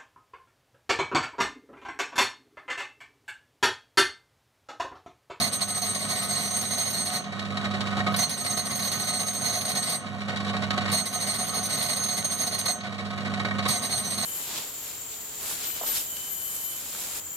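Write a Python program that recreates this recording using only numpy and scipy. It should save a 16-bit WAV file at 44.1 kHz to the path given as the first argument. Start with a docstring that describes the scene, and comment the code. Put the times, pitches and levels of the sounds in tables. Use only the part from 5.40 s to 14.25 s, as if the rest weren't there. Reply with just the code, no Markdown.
"""A belt-driven grinding wheel makes four passes over a small steel part, close to the microphone.
First the wheel plunges in and rebounds, over a humming motor and a rattling drive.
It bites about 14 times a second: each bite scrapes out grit and sets the steel ringing,
while chips crackle, deep digs screech and coarse grains snag. Then the wheel lifts off, the drive
knocks, and hum and rattle swell as the automatic volume control recovers, until the next pass."""
import sys
import numpy as np
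from scipy import signal
from scipy.fft import irfft
from scipy.io import wavfile

SR = 44100
rng = np.random.default_rng(int(sys.argv[2]) if len(sys.argv) > 2 else 0)


def materialize(psi):
    """Save the field psi as 16-bit PCM at rate SR to the path in sys.argv[1].

    A 1-D psi becomes a single channel; in a 2-D psi each row is a channel.
    """
    bounded = np.clip(np.atleast_2d(psi).T, -1, 1)
    quanta = np.round(bounded * 32767).astype(np.int16)
    wavfile.write(sys.argv[1], SR, quanta)


N = 390285
TIME = np.arange(N) / SR
FIRST_TOUCH_S, CYCLE_S, PASS_S = -.008, 2.7653, 1.793  # a pass is the part of a cycle spent grinding
PASS_STARTS_S = np.arange(FIRST_TOUCH_S, N / SR, CYCLE_S)
RISE_SHARE = 0.43  # the share of its length that a contact takes to build up

# Levels are relative. pan_db is left minus right; lead_rad is how far the left wave runs ahead.
# strong notes of the steel part: pitch_hz, fade_by_60_db_s, pan_db, lead_rad
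STEEL_NOTES = [(6381, .3, -5, -.4), (8347, .16, -1, -.1), (8847, .17, 2, -.5), (5966, .28, 0, 0)]
# weaker resonances of the part and wheel: pitch_hz, width_hz, level_db, pan_db
PART_RESONANCES = [(2052, 18, 13.5, -3), (2500, 45, 4, -2), (3924, 28, 7, -4), (4260, 30, 13, -12),
                   (4570, 45, 4, -4), (4785, 45, 8, -6), (11030, 16, 21, -1), (11610, 22, 15, -3),
                   (12520, 55, 24, -9), (12690, 110, 13, -7), (12830, 55, 19, -4), (14006, 19, 33.5, -15),
                   (14673, 22, 26.5, -5)]
# resonances of the machine's frame and guard: pitch_hz, width_hz, level_db, pan_db
FRAME_RESONANCES = [(635, 32, 3, -4), (726, 22, 15, -3), (1098, 28, 7, 0), (1128, 30, 8.5, 0),
                    (1256, 13, 15, -1), (1488, 28, 8, -3), (1860, 36, 11, 0), (2245, 55, 5, 0),
                    (2900, 45, 5, -1)]
# resonances of loose drive parts: pitch_hz, width_hz, level_db, pan_db
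DRIVE_RESONANCES = [(3843, 40, 10.8, -0.5), (4390, 42, 4.9, -1)]
# tone colour of grit scraping steel: pitch_hz, level_db
GRIT_COLOUR = [(50, -19.5), (170, 2.5), (240, 7), (330, -10.5), (650, 0.5), (1400, -9), (2100, 1),
               (2550, -11.5), (4000, 4), (5500, -5), (6600, 2.5), (7500, -21.5), (9300, 5), (10200, -12.5),
               (11400, -7), (12200, -27.5), (13300, -22), (14500, -19.5), (15300, -32)]
# tone colour of small hard hits: pitch_hz, level_db
CLACK_COLOUR = [(80, -38), (250, -21), (1200, -4), (2500, 0), (4000, 5), (6000, -7), (8600, -11.5),
                (11000, -21.5), (15000, -41)]
# bites of the wheel: start_s, length_s, grit_db, then one level_db for each steel note
BITES = [(-0.014, 0.095, -9.5, -22, -23, -28, -32), (0.114, 0.042, -11.5, -18, -15.5, -17, -34),
         (0.206, 0.022, -8, -17.5, -15, -22.0, -27), (0.276, 0.034, -13, -19, -14, -15, -39),
         (0.335, 0.048, -13.5, -20.5, -18, -22, -30), (0.415, 0.034, -15.5, -15, -27.0, -25, -26),
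         (0.431, 0.082, -15, -22.5, -18, -19, -33), (0.541, 0.022, -10, -18, -19, -21, -37),
         (0.591, 0.063, -15, -26, -21, -23, -34), (0.675, 0.059, -11.5, -20.5, -22, -32, -32),
         (0.739, 0.062, -13, -28.0, -15.5, -34, -33), (0.804, 0.047, -12, -26, -24, -21.5, -34),
         (0.876, 0.064, -13.5, -18, -18, -23, -36), (0.938, 0.083, -12, -22.5, -17, -25, -29),
         (1.013, 0.071, -13, -23, -23.5, -23, -23), (1.103, 0.015, -13, -21.0, -22, -26, -31),
         (1.125, 0.063, -16.5, -13, -17, -20, -33), (1.215, 0.065, -15.5, -22, -19.5, -24, -30),
         (1.295, 0.056, -13, -15, -23, -22, -25), (1.367, 0.066, -11, -16, -15.5, -24, -44),
         (1.444, 0.045, -12, -18.5, -26, -20, -47), (1.522, 0.031, -12, -23, -18, -26, -26),
         (1.552, 0.074, -13, -19.5, -17.5, -18, -35), (1.651, 0.031, -12, -28, -18.5, -20, -29),
         (1.705, 0.066, -12, -21.5, -23, -25, -29), (2.775, 0.07, -12, -17, -20.5, -24, -23),
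         (2.893, 0.049, -11.5, -19, -29, -28, -26), (2.964, 0.052, -15.5, -19, -20.5, -27, -36),
         (3.035, 0.043, -12, -31, -23, -24, -36), (3.082, 0.05, -14, -14.5, -20, -29, -26),
         (3.161, 0.039, -11, -17, -23, -21, -34), (3.245, 0.03, -14.5, -26, -23, -22, -26),
         (3.297, 0.032, -11, -18, -32, -25, -33), (3.347, 0.022, -16.5, -24, -19, -27, -36),
         (3.388, 0.015, -10, -19.5, -26.0, -37, -28), (3.409, 0.043, -12.5, -22, -26, -24.5, -36),
         (3.452, 0.031, -11, -17, -20, -30, -27), (3.504, 0.057, -12.5, -18, -25, -36, -30),
         (3.582, 0.065, -14, -23, -19, -29.5, -25), (3.662, 0.035, -11, -19, -17, -19, -29),
         (3.718, 0.057, -12.5, -20, -16, -20, -34), (3.784, 0.035, -11.5, -16.0, -23, -21.0, -28),
         (3.864, 0.023, -11, -14, -19, -19, -37), (3.93, 0.053, -17, -19.5, -21, -24, -37),
         (4.009, 0.012, -13, -13, -25, -20, -35), (4.031, 0.08, -12, -16, -22, -35, -34),
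         (4.109, 0.067, -11.5, -16, -24, -24, -25), (4.204, 0.017, -10.5, -21, -31, -28, -34),
         (4.249, 0.0067, -11, -15, -19, -19, -43), (4.266, 0.053, -11, -23, -24.0, -22, -36),
         (4.341, 0.05, -10, -17.5, -15.5, -31, -32), (4.417, 0.025, -10, -31, -18, -22, -30),
         (4.447, 0.11, -11.5, -26, -17, -20, -32), (5.512, 0.1, -12.5, -17.5, -19.5, -23, -32),
         (5.654, 0.022, -12.5, -21, -21, -24, -25), (5.727, 0.034, -13, -17, -20, -23, -24),
         (5.795, 0.039, -11.5, -20, -20, -21, -29), (5.86, 0.059, -11.5, -21, -20, -20, -33),
         (5.929, 0.031, -10.5, -31, -22, -23, -41), (5.978, 0.05, -13, -17.5, -26.0, -16.5, -33),
         (6.08, 0.017, -14.5, -20, -21.5, -23, -37), (6.128, 0.062, -12.5, -17.5, -29.5, -20.5, -36),
         (6.222, 0.031, -16, -17.5, -30, -18, -23), (6.281, 0.078, -12.5, -19, -18, -22.5, -28),
         (6.362, 0.1, -11, -18, -25, -18.5, -37), (6.438, 0.024, -21, -18.5, -27, -20, -33),
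         (6.474, 0.063, -10, -17.5, -20, -19.5, -30), (6.553, 0.026, -10, -14.5, -26, -16, -34),
         (6.585, 0.082, -15, -14, -32, -27, -38), (6.678, 0.021, -11, -16, -22, -19, -40),
         (6.698, 0.055, -14, -17, -23, -39, -32), (6.765, 0.028, -10, -17.5, -22, -22, -32),
         (6.841, 0.015, -10.5, -13, -21, -17, -28), (6.898, 0.037, -11, -15.5, -20, -18, -32),
         (6.977, 0.066, -12.5, -14.5, -26, -18.5, -25), (7.054, 0.028, -11.5, -19, -28, -25.0, -27),
         (7.107, 0.046, -12.5, -20.5, -31, -20, -32), (7.183, 0.019, -10.5, -15.5, -20.5, -20, -32),
         (7.254, 0.0096, -7, -17, -20, -23, -32), (7.272, 0.048, -11, -15.5, -15, -23, -28),
         (8.274, 0.099, -11, -18, -17, -24, -28), (8.413, 0.049, -13, -20, -21, -23, -31),
         (8.49, 0.072, -13, -17.5, -19.5, -20, -31), (8.568, 0.037, -13, -28, -17.5, -20, -32),
         (8.63, 0.049, -15, -23, -19, -25, -24), (8.694, 0.042, -15, -20, -18.5, -23, -31),
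         (8.77, 0.035, -12.5, -25, -15, -24.5, -35), (8.817, 0.033, -9.5, -25.5, -21, -27, -37)]


def amp(db):
    """Turns decibels into a multiplier."""
    return 10 ** (np.asarray(db) / 20)


def evened(x):
    """Scales a signal to an average power of 1."""
    return x / np.sqrt(np.mean(abs(x) ** 2) + 1e-20)


def drift(hz):
    """A random wander in complex numbers, no faster than about hz."""
    slow_only = np.exp(-(np.fft.fftfreq(N, 1 / SR) / hz) ** 2)
    noise = rng.standard_normal(N) + 1j * rng.standard_normal(N)
    return evened(np.fft.ifft(slow_only * noise))


def smoothed(x, seconds, start):
    """Follows x with a lag, from a starting value."""
    keep = np.exp(-1 / (seconds * SR))
    return signal.lfilter([1 - keep], [1, -keep], x, zi=[keep * start])[0]


def stereo(pan_db, lead_rad):
    """Left and right multipliers; their complex angle shifts the wave's phase."""
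    side = np.array([[.5], [-.5]])
    return evened(amp(side * pan_db)) * np.exp(1j * side * lead_rad)


def resonate(force, colour, resonances, pan_db, size=16384):
    """Turns a force into sound: a broad tone colour with ringing peaks on top."""
    # left-right phase, opposite near 2 and 5 kHz: pitch_hz, lead_rad
    phase_leads = [(250, .1), (550, .4), (800, 0), (1550, -.1), (1700, -2.1), (2100, -2.5), (2950, -3.6),
                   (3100, -.1), (3900, .3), (4100, -1.1), (4350, -1.1), (4600, -2.8), (5200, -3.5),
                   (5500, 0), (9000, -.5), (10400, -2), (11000, 0), (12500, -1), (14000, -1.6), (14700, 0)]
    hz = np.fft.rfftfreq(size, 1 / SR)
    points_hz, db = np.transpose(colour)
    log_gain = np.log(amp(np.interp(np.log(hz + 1), np.log(points_hz), db)))
    mirrored = np.r_[log_gain, log_gain[-2:0:-1]]
    broad = np.exp(np.conj(signal.hilbert(mirrored)))[:len(hz)]  # the sound follows its cause
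    peaks = sum(amp(peak_db) * stereo(pan, 0) / (1 + 2j * (hz - pitch) / width)
                for pitch, width, peak_db, pan in resonances)
    phase = stereo(0, np.interp(hz, *np.transpose(phase_leads)))
    response = irfft(broad * (stereo(pan_db, 0) + peaks) * phase)
    early = size // 16  # room for the side that hears a pitch first
    response = evened(np.roll(response, early, axis=1)) / np.sqrt(size)
    return signal.oaconvolve(force, response, axes=1)[:, early:early + N]


def grains(per_s, spread_db, apart):
    """Tiny random hits of uneven size; apart weights those that reach one side only."""
    sizes = amp(spread_db * np.minimum(rng.exponential(1, (3, N)), 4)) * rng.standard_normal((3, N))
    shared, left, right = sizes * (rng.random((3, N)) < per_s / SR)
    return evened(shared + apart * np.array([left, right]))


def stroke(age_s, rise_s, length_s, fall_s):
    """The strength of one contact: it rises, holds and dies away."""
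    return np.clip(age_s / rise_s, 0, 1) * np.exp(-np.maximum(age_s - length_s, 0) / fall_s)


def after(start_s, seconds):
    """The samples that follow a moment."""
    return slice(max(int(start_s * SR), 0), int((start_s + seconds) * SR))


def contact(rise_s, fall_s):
    """1 while the wheel is on the steel, 0 between passes."""
    return sum(stroke(TIME - start, rise_s, PASS_S, fall_s) for start in PASS_STARTS_S)


def blows(rows, longest_rise_s, fall_s):
    """The joint strength of many contacts, given as start_s, length_s, level_db."""
    power = np.zeros(N)
    for start, length, db in rows:
        span = after(start, .5)
        rise_s = min(RISE_SHARE * length, longest_rise_s)
        power[span] += (amp(db) * stroke(TIME[span] - start, rise_s, length, fall_s)) ** 2
    return np.sqrt(power)


def motor(waver=0.031, dip_width_s=0.063):
    """Magnetic hum: firm when idling, thinner while the wheel loads the motor."""
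    # tones of the hum: pitch_hz, level_db, change_under_load_db, pan_db, lead_rad
    hum_tones = [(100.4, -24, -4, -17.5, 2.13), (201.3, -20.5, -7, -6, 0.02), (378.6, -51.5, 9.5, 4, 0.15)]
    load = contact(rise_s=0.14, fall_s=0.17)
    # the hum dips briefly after the plunge and at lift-off
    dip_db = sum(db * np.exp(-((TIME - start - delay_s) / dip_width_s) ** 2)
                 for start in PASS_STARTS_S for delay_s, db in [(.14, -5.5), (1.81, -8)])
    hum = np.zeros((2, N))
    for hz, db, load_db, pan, lead in hum_tones:
        tone = np.exp(2j * np.pi * hz * TIME) * (1 + waver * drift(13))
        hum += amp(db + load_db * load) * (stereo(pan, lead) * tone).real
    return np.sqrt(2) * amp(dip_db) * hum


def rattle(level_db=-21, lumpy_db=2):
    """Belt and bearings chatter in the frame without a pause."""
    # tone colour of the chatter: pitch_hz, level_db
    rattle_colour = [(30, -7.5), (60, -4.5), (125, 12), (240, 13), (310, -0.5), (470, 3), (600, 2),
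                     (900, -1.5), (1400, -1), (2200, -4), (3300, -5.5), (4200, -8.5), (6000, -16),
                     (8600, -20), (11000, -30), (15000, -41)]
    force = evened(grains(per_s=5000, spread_db=2.83, apart=0.51) * amp(lumpy_db * drift(37).real))
    return amp(level_db) * resonate(force, rattle_colour, FRAME_RESONANCES + DRIVE_RESONANCES, pan_db=-2)


def grinding(rub_db=-21, rebound_db=-10.5, settle_s=0.15, graze_db=-29.5, graze_s=0.039, fall_s=0.0085):
    """The wheel grazes, plunges in, rebounds and bites; its pressure drives scrape, shudder and screech."""
    # moments when the wheel digs in deep: start_s, length_s, level_db
    digs = [(0.008, 0.04, -21), (0.416, 0.015, -11.5), (1.535, 0.019, -12), (1.733, 0.056, -14.5),
            (2.815, 0.027, -6), (3.177, 0.022, -16), (3.671, 0.04, -10), (3.731, 0.025, -16),
            (4.081, 0.019, -20), (4.353, 0.033, -18), (5.522, 0.065, -16), (5.877, 0.035, -17),
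            (6.318, 0.022, -12), (6.387, 0.03, -21), (6.44, 0.021, -24), (7.062, 0.023, -11.5),
            (7.118, 0.036, -12), (7.275, 0.02, -5), (8.29, 0.024, -22), (8.524, 0.025, -14.0),
            (8.777, 0.03, -15.0)]
    graze = sum(amp(graze_db) * stroke(TIME - start + graze_s, 0.012, graze_s, fall_s)
                for start in PASS_STARTS_S)
    rebound = np.exp(-((TIME - FIRST_TOUCH_S) % CYCLE_S / settle_s) ** 2)
    rub = amp(rub_db + rebound_db * rebound) * contact(0.0037, fall_s)
    bite = blows([row[:3] for row in BITES], longest_rise_s=.016, fall_s=fall_s)
    dig = blows(digs, longest_rise_s=.016, fall_s=fall_s)
    power = graze ** 2 + rub ** 2 + bite ** 2
    # strain grows with the square of the pressure, so only heavy bites and digs count
    strain = np.hypot(power, amp(-9) * dig)
    screech_force = np.hypot(amp(2) * power, amp(-2) * dig)
    return scrape(np.sqrt(power)) + shudder(strain) + rasp(strain) + screech(screech_force)


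def scrape(pressure, level_db=-3, wheel_turns_per_s=43.8, wobble=0.12, flutter_db=2.3):
    """Grit scratches the steel; the wheel runs slightly out of true, so it throbs once a turn."""
    throb = 1 + wobble * np.sin(2 * np.pi * wheel_turns_per_s * TIME)
    flutter = amp(flutter_db * drift(130).real)
    force = pressure * throb * flutter * grains(per_s=30000, spread_db=1.33, apart=0.98)
    return amp(level_db) * resonate(force, GRIT_COLOUR, FRAME_RESONANCES + PART_RESONANCES, pan_db=-2.5)


def shudder(strain, level_db=-2):
    """Heavy bites and digs shake the machine's frame."""
    # tone colour of the shaking frame: pitch_hz, level_db
    shudder_colour = [(50, -44), (140, 18), (260, -10.5), (750, 9.5), (1300, -4), (2400, 6.5), (4100, -2.5),
                      (6000, -23), (15000, -38)]
    force = strain * grains(per_s=8000, spread_db=2.1, apart=0.2)
    return amp(level_db) * resonate(force, shudder_colour, FRAME_RESONANCES + PART_RESONANCES, pan_db=3)


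def ringing(level_db=0.18, roughness=0.56, detune_hz=4, damping_s=0.035, hold_s=0.01):
    """Each bite damps the old ring and starts a new one; after a pass the steel rings out freely."""
    out = np.zeros((2, N))
    next_starts = [row[0] for row in BITES[1:]] + [np.inf]
    for k, (hz, fade_s, pan, lead) in enumerate(STEEL_NOTES):
        note = np.zeros(N, complex)
        touching = np.zeros(N)
        for (start, length, _, *notes_db), next_start in zip(BITES, next_starts):
            phase, shift = rng.uniform(-0.27, 1, 2)
            span = after(start, .5)
            age = TIME[span] - start
            ring = stroke(age, RISE_SHARE * length, length + hold_s, fade_s / np.log(1000))
            ring *= np.exp(-np.maximum(TIME[span] - next_start, 0) / damping_s)
            tone = np.exp(1j * np.pi * (phase + 2 * (hz + detune_hz * shift) * age))
            note[span] += amp(notes_db[k]) * ring * tone
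            touching[span] += stroke(age, 0.00085, length, 0.0032)
        note *= 1 + roughness * np.minimum(touching, 1) * drift(52)  # touching grit roughens the note
        out += np.sqrt(2) * (stereo(pan, lead) * note).real
    return amp(level_db) * out


def chips(level_db=-28):
    """Chips and loose grit crackle against the guard while the wheel cuts."""
    force = contact(rise_s=0.004, fall_s=0.0087) * grains(per_s=130, spread_db=3.5, apart=1)
    return amp(level_db) * resonate(force, CLACK_COLOUR, FRAME_RESONANCES, pan_db=3)


def rasp(strain, level_db=-1):
    """Under strain the part gives a harsh noise around the pitch of its screech."""
    # resonances near the screech: pitch_hz, width_hz, level_db, pan_db
    rasp_resonances = [(3930, 50, 12, -4), (4130, 90, 7, -6), (4263, 26, 17, -12)]
    force = strain * grains(per_s=8000, spread_db=2, apart=0.87)
    return amp(level_db) * resonate(force, GRIT_COLOUR, rasp_resonances, pan_db=17)


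def screech(force, roughness=0.46, wander_hz=6, ring_s=0.0061):
    """The wheel forces out the part's lowest strong note: rough, unsteady, ringing on briefly."""
    # the screeching note: pitch_hz, pan_db, lead_rad
    screech_note = (4261, -9, -1.1)
    hz, pan, lead = screech_note
    cycles = np.cumsum(hz + wander_hz * drift(19.9).real) / SR
    swell = np.sqrt(smoothed(force ** 2, ring_s, 0))
    note = swell * evened(1 + roughness * drift(66)) * np.exp(2j * np.pi * cycles)
    return np.sqrt(2) * (stereo(pan, lead) * note).real


def snags(level_db=-8, ping_db=15, ping_width_hz=16):
    """A coarse grain catches on the steel, making a sudden bright scratch and pinging its notes."""
    # snagging grains, mostly as a bite begins: start_s, level_db
    snag_moments = [(0.128, -4), (0.209, -8), (0.281, -9), (0.418, -6), (0.449, -12), (0.545, -11),
                    (0.594, -10), (0.692, -12), (0.834, -7), (0.905, -21), (0.96, -25), (1.071, -14),
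                    (1.141, -11), (1.166, -5), (1.212, -3), (1.24, -15), (1.284, -14), (1.309, -15),
                    (1.381, -5), (1.451, -9), (1.501, -3.5), (1.651, -7), (1.734, -15), (2.762, -7),
                    (2.893, -2.5), (2.971, -20), (3.042, -13), (3.111, -8.5), (3.171, -7), (3.35, -11),
                    (3.422, -15), (3.448, -15), (3.516, -4), (3.586, -11), (3.638, -11), (3.67, -17),
                    (3.803, -12), (3.861, -12), (3.931, -9), (4.182, -9), (4.21, -8), (4.252, -11),
                    (4.288, -7), (4.35, -8), (4.494, -5), (5.516, -9), (5.655, -7), (5.727, -8),
                    (5.824, -14), (5.945, -8), (6.065, -7), (6.136, -18), (6.226, -10), (6.255, -5),
                    (6.327, -9), (6.423, -4), (6.492, -15), (6.563, -7), (6.634, -2), (6.672, -10),
                    (6.767, -7), (6.847, -8), (6.922, -5), (6.98, -13), (7.017, -6), (7.065, -5),
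                    (7.138, -8), (7.184, -6), (7.254, -8), (8.282, -6), (8.42, -12), (8.575, -6),
                    (8.645, -9), (8.703, -7), (8.741, -10), (8.777, -7)]
    # tone colour of the scratch: pitch_hz, level_db
    scratch_colour = [(100, -20), (700, -2), (2000, -8), (4000, 2.5), (5500, 0), (7500, -12.5), (9300, 10),
                      (10200, -7), (11400, -3.5), (12200, -20), (13300, -16), (14500, -15), (15300, -24)]
    power = np.zeros(N)
    for start, db in snag_moments:
        span = after(start, .2)
        catch = stroke(TIME[span] - start, rise_s=.001, length_s=0.0058, fall_s=0.016)
        power[span] += (amp(db) * catch) ** 2
    force = np.sqrt(power) * grains(per_s=20000, spread_db=1.5, apart=0.91)
    pings = [(hz, ping_width_hz, ping_db, pan) for hz, _, pan, _ in STEEL_NOTES]
    return amp(level_db) * resonate(force, scratch_colour, PART_RESONANCES + pings, pan_db=0.5)


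def knocks(clatter_db=-10, thud_db=-6.5, fall_s=0.0097):
    """Slack in the drive is taken up in short blows: loose parts clatter and the frame thuds."""
    # blows between passes: start_s, length_s, clatter_db, thud_db
    hits = [(1.838, 0.011, -12.5, -19), (1.921, 0.011, -13.5, -12), (1.953, 0.034, -20, -23),
            (1.992, 0.0057, -5, -9), (2.022, 0.0049, -13, -16), (2.048, 0.015, -13, -19),
            (2.102, 0.006, -15, -10.5), (2.168, 0.0097, -7.5, -10), (2.21, 0.0072, -14, -14),
            (2.241, 0.018, -9.5, -10), (2.308, 0.0097, -13, -17), (2.335, 0.018, -12.5, -11),
            (2.404, 0.01, -6, -10), (2.452, 0.016, -16, -14.5), (2.469, 0.007, -7.5, -18),
            (2.504, 0.03, -16.5, -16), (2.566, 0.02, -14.5, -14), (2.587, 0.024, -14, -13),
            (2.663, 0.012, -8.5, -5.5), (2.74, 0.006, -6, -9.5), (4.66, 0.018, -16, -15),
            (4.804, 0.018, -13, -14), (4.88, 0.026, -10, -9.5), (4.928, 0.016, -20, -12.5),
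            (4.958, 0.02, -9, -15), (5.001, 0.01, -10, -11), (5.045, 0.008, -12, -19.5),
            (5.064, 0.025, -13.5, -17), (5.088, 0.014, -10, -14), (5.131, 0.023, -15, -12),
            (5.164, 0.005, -9, -10), (5.219, 0.026, -10.5, -10), (5.305, 0.0046, -2, -5.5),
            (5.33, 0.011, -15, -13.5), (5.375, 0.007, -4, -5), (5.407, 0.018, -10.5, -11.5),
            (5.455, 0.008, -9, -9), (5.475, 0.016, -11, -13), (5.497, 0.006, -8, -8),
            (7.402, 0.01, -9, -17), (7.432, 0.043, -11.5, -11.5), (7.503, 0.018, -21, -25),
            (7.521, 0.011, -13, -16), (7.54, 0.008, -13, -21), (7.578, 0.032, -12, -12.5),
            (7.648, 0.024, -15, -25), (7.702, 0.008, -11.5, -14), (7.73, 0.011, -17, -18),
            (7.775, 0.011, -12, -13), (7.804, 0.0055, -13, -17), (7.846, 0.032, -14.5, -12),
            (7.936, 0.0064, -8, -9), (7.973, 0.0089, -16, -14), (7.994, 0.011, -9, -9),
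            (8.046, 0.0096, -10, -7), (8.082, 0.0062, -16, -12), (8.109, 0.0031, -14, -9),
            (8.182, 0.016, -9, -8.5), (8.224, 0.015, -13, -19), (8.252, 0.013, -6, -5.5)]
    # tone colour of the frame's thud: pitch_hz, level_db
    thud_colour = [(50, -22), (130, 8), (240, 4.5), (330, 0), (700, -0.5), (1300, -1), (2200, 4.5),
                   (4000, -30), (15000, -73)]
    clatter_force = blows([row[:3] for row in hits], 0.0032, fall_s)
    clatter_force = clatter_force * grains(per_s=11000, spread_db=3.7, apart=1)
    thud_force = blows([(start, length, db) for start, length, _, db in hits], 0.0054, fall_s)
    thud_force = thud_force * grains(per_s=9000, spread_db=1.8, apart=0.14)
    clatter = resonate(clatter_force, CLACK_COLOUR, FRAME_RESONANCES + DRIVE_RESONANCES, pan_db=-2.5)
    thud = resonate(thud_force, thud_colour, FRAME_RESONANCES, pan_db=-2.5)
    return amp(clatter_db) * clatter + amp(thud_db) * thud


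def workshop(sound, fade_s=.35, cutoff_hz=4000):
    """The room's short, dull echo, different on each side."""
    t = TIME[:SR // 2]
    tail = rng.standard_normal((2, len(t))) * amp(-60 * t / fade_s) * (t > .004)
    tail = signal.lfilter(*signal.butter(1, cutoff_hz, fs=SR), evened(tail) / np.sqrt(len(t)))
    return signal.oaconvolve(sound, tail, axes=1)[:, :N]


def scene(room_db=-13):
    """The machine at arm's length in a small workshop."""
    noises = grinding() + snags() + chips() + rattle() + knocks()
    return noises + amp(room_db) * workshop(noises) + ringing() + motor()


def record(dry, threshold_db=-32, slope=0.5, attack_s=0.037, recover_s=0.95, gain_db=-7, top_hz=15350):
    """Loud treble turns the volume down until it recovers; the lowest and highest pitches are cut."""
    treble = signal.sosfilt(signal.butter(6, 3000, "high", fs=SR, output="sos"), dry)
    treble_db = 10 * np.log10(smoothed((treble ** 2).mean(0), .02, 0) + 1e-12)
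    cut_db = slope * np.maximum(treble_db - threshold_db, 0)
    release = np.exp(-TIME / recover_s)
    held_db = np.maximum.accumulate(cut_db / release) * release  # each cut fades, quickly at first
    levelled = dry * amp(gain_db - smoothed(held_db, attack_s, start=7))
    levelled = signal.sosfilt(signal.butter(2, 40, "high", fs=SR, output="sos"), levelled)
    low_pass = signal.firwin(511, top_hz, window=("kaiser", 9), fs=SR)
    return signal.oaconvolve(levelled, low_pass[None], "same")


dry = scene()
out = record(dry)
materialize(out)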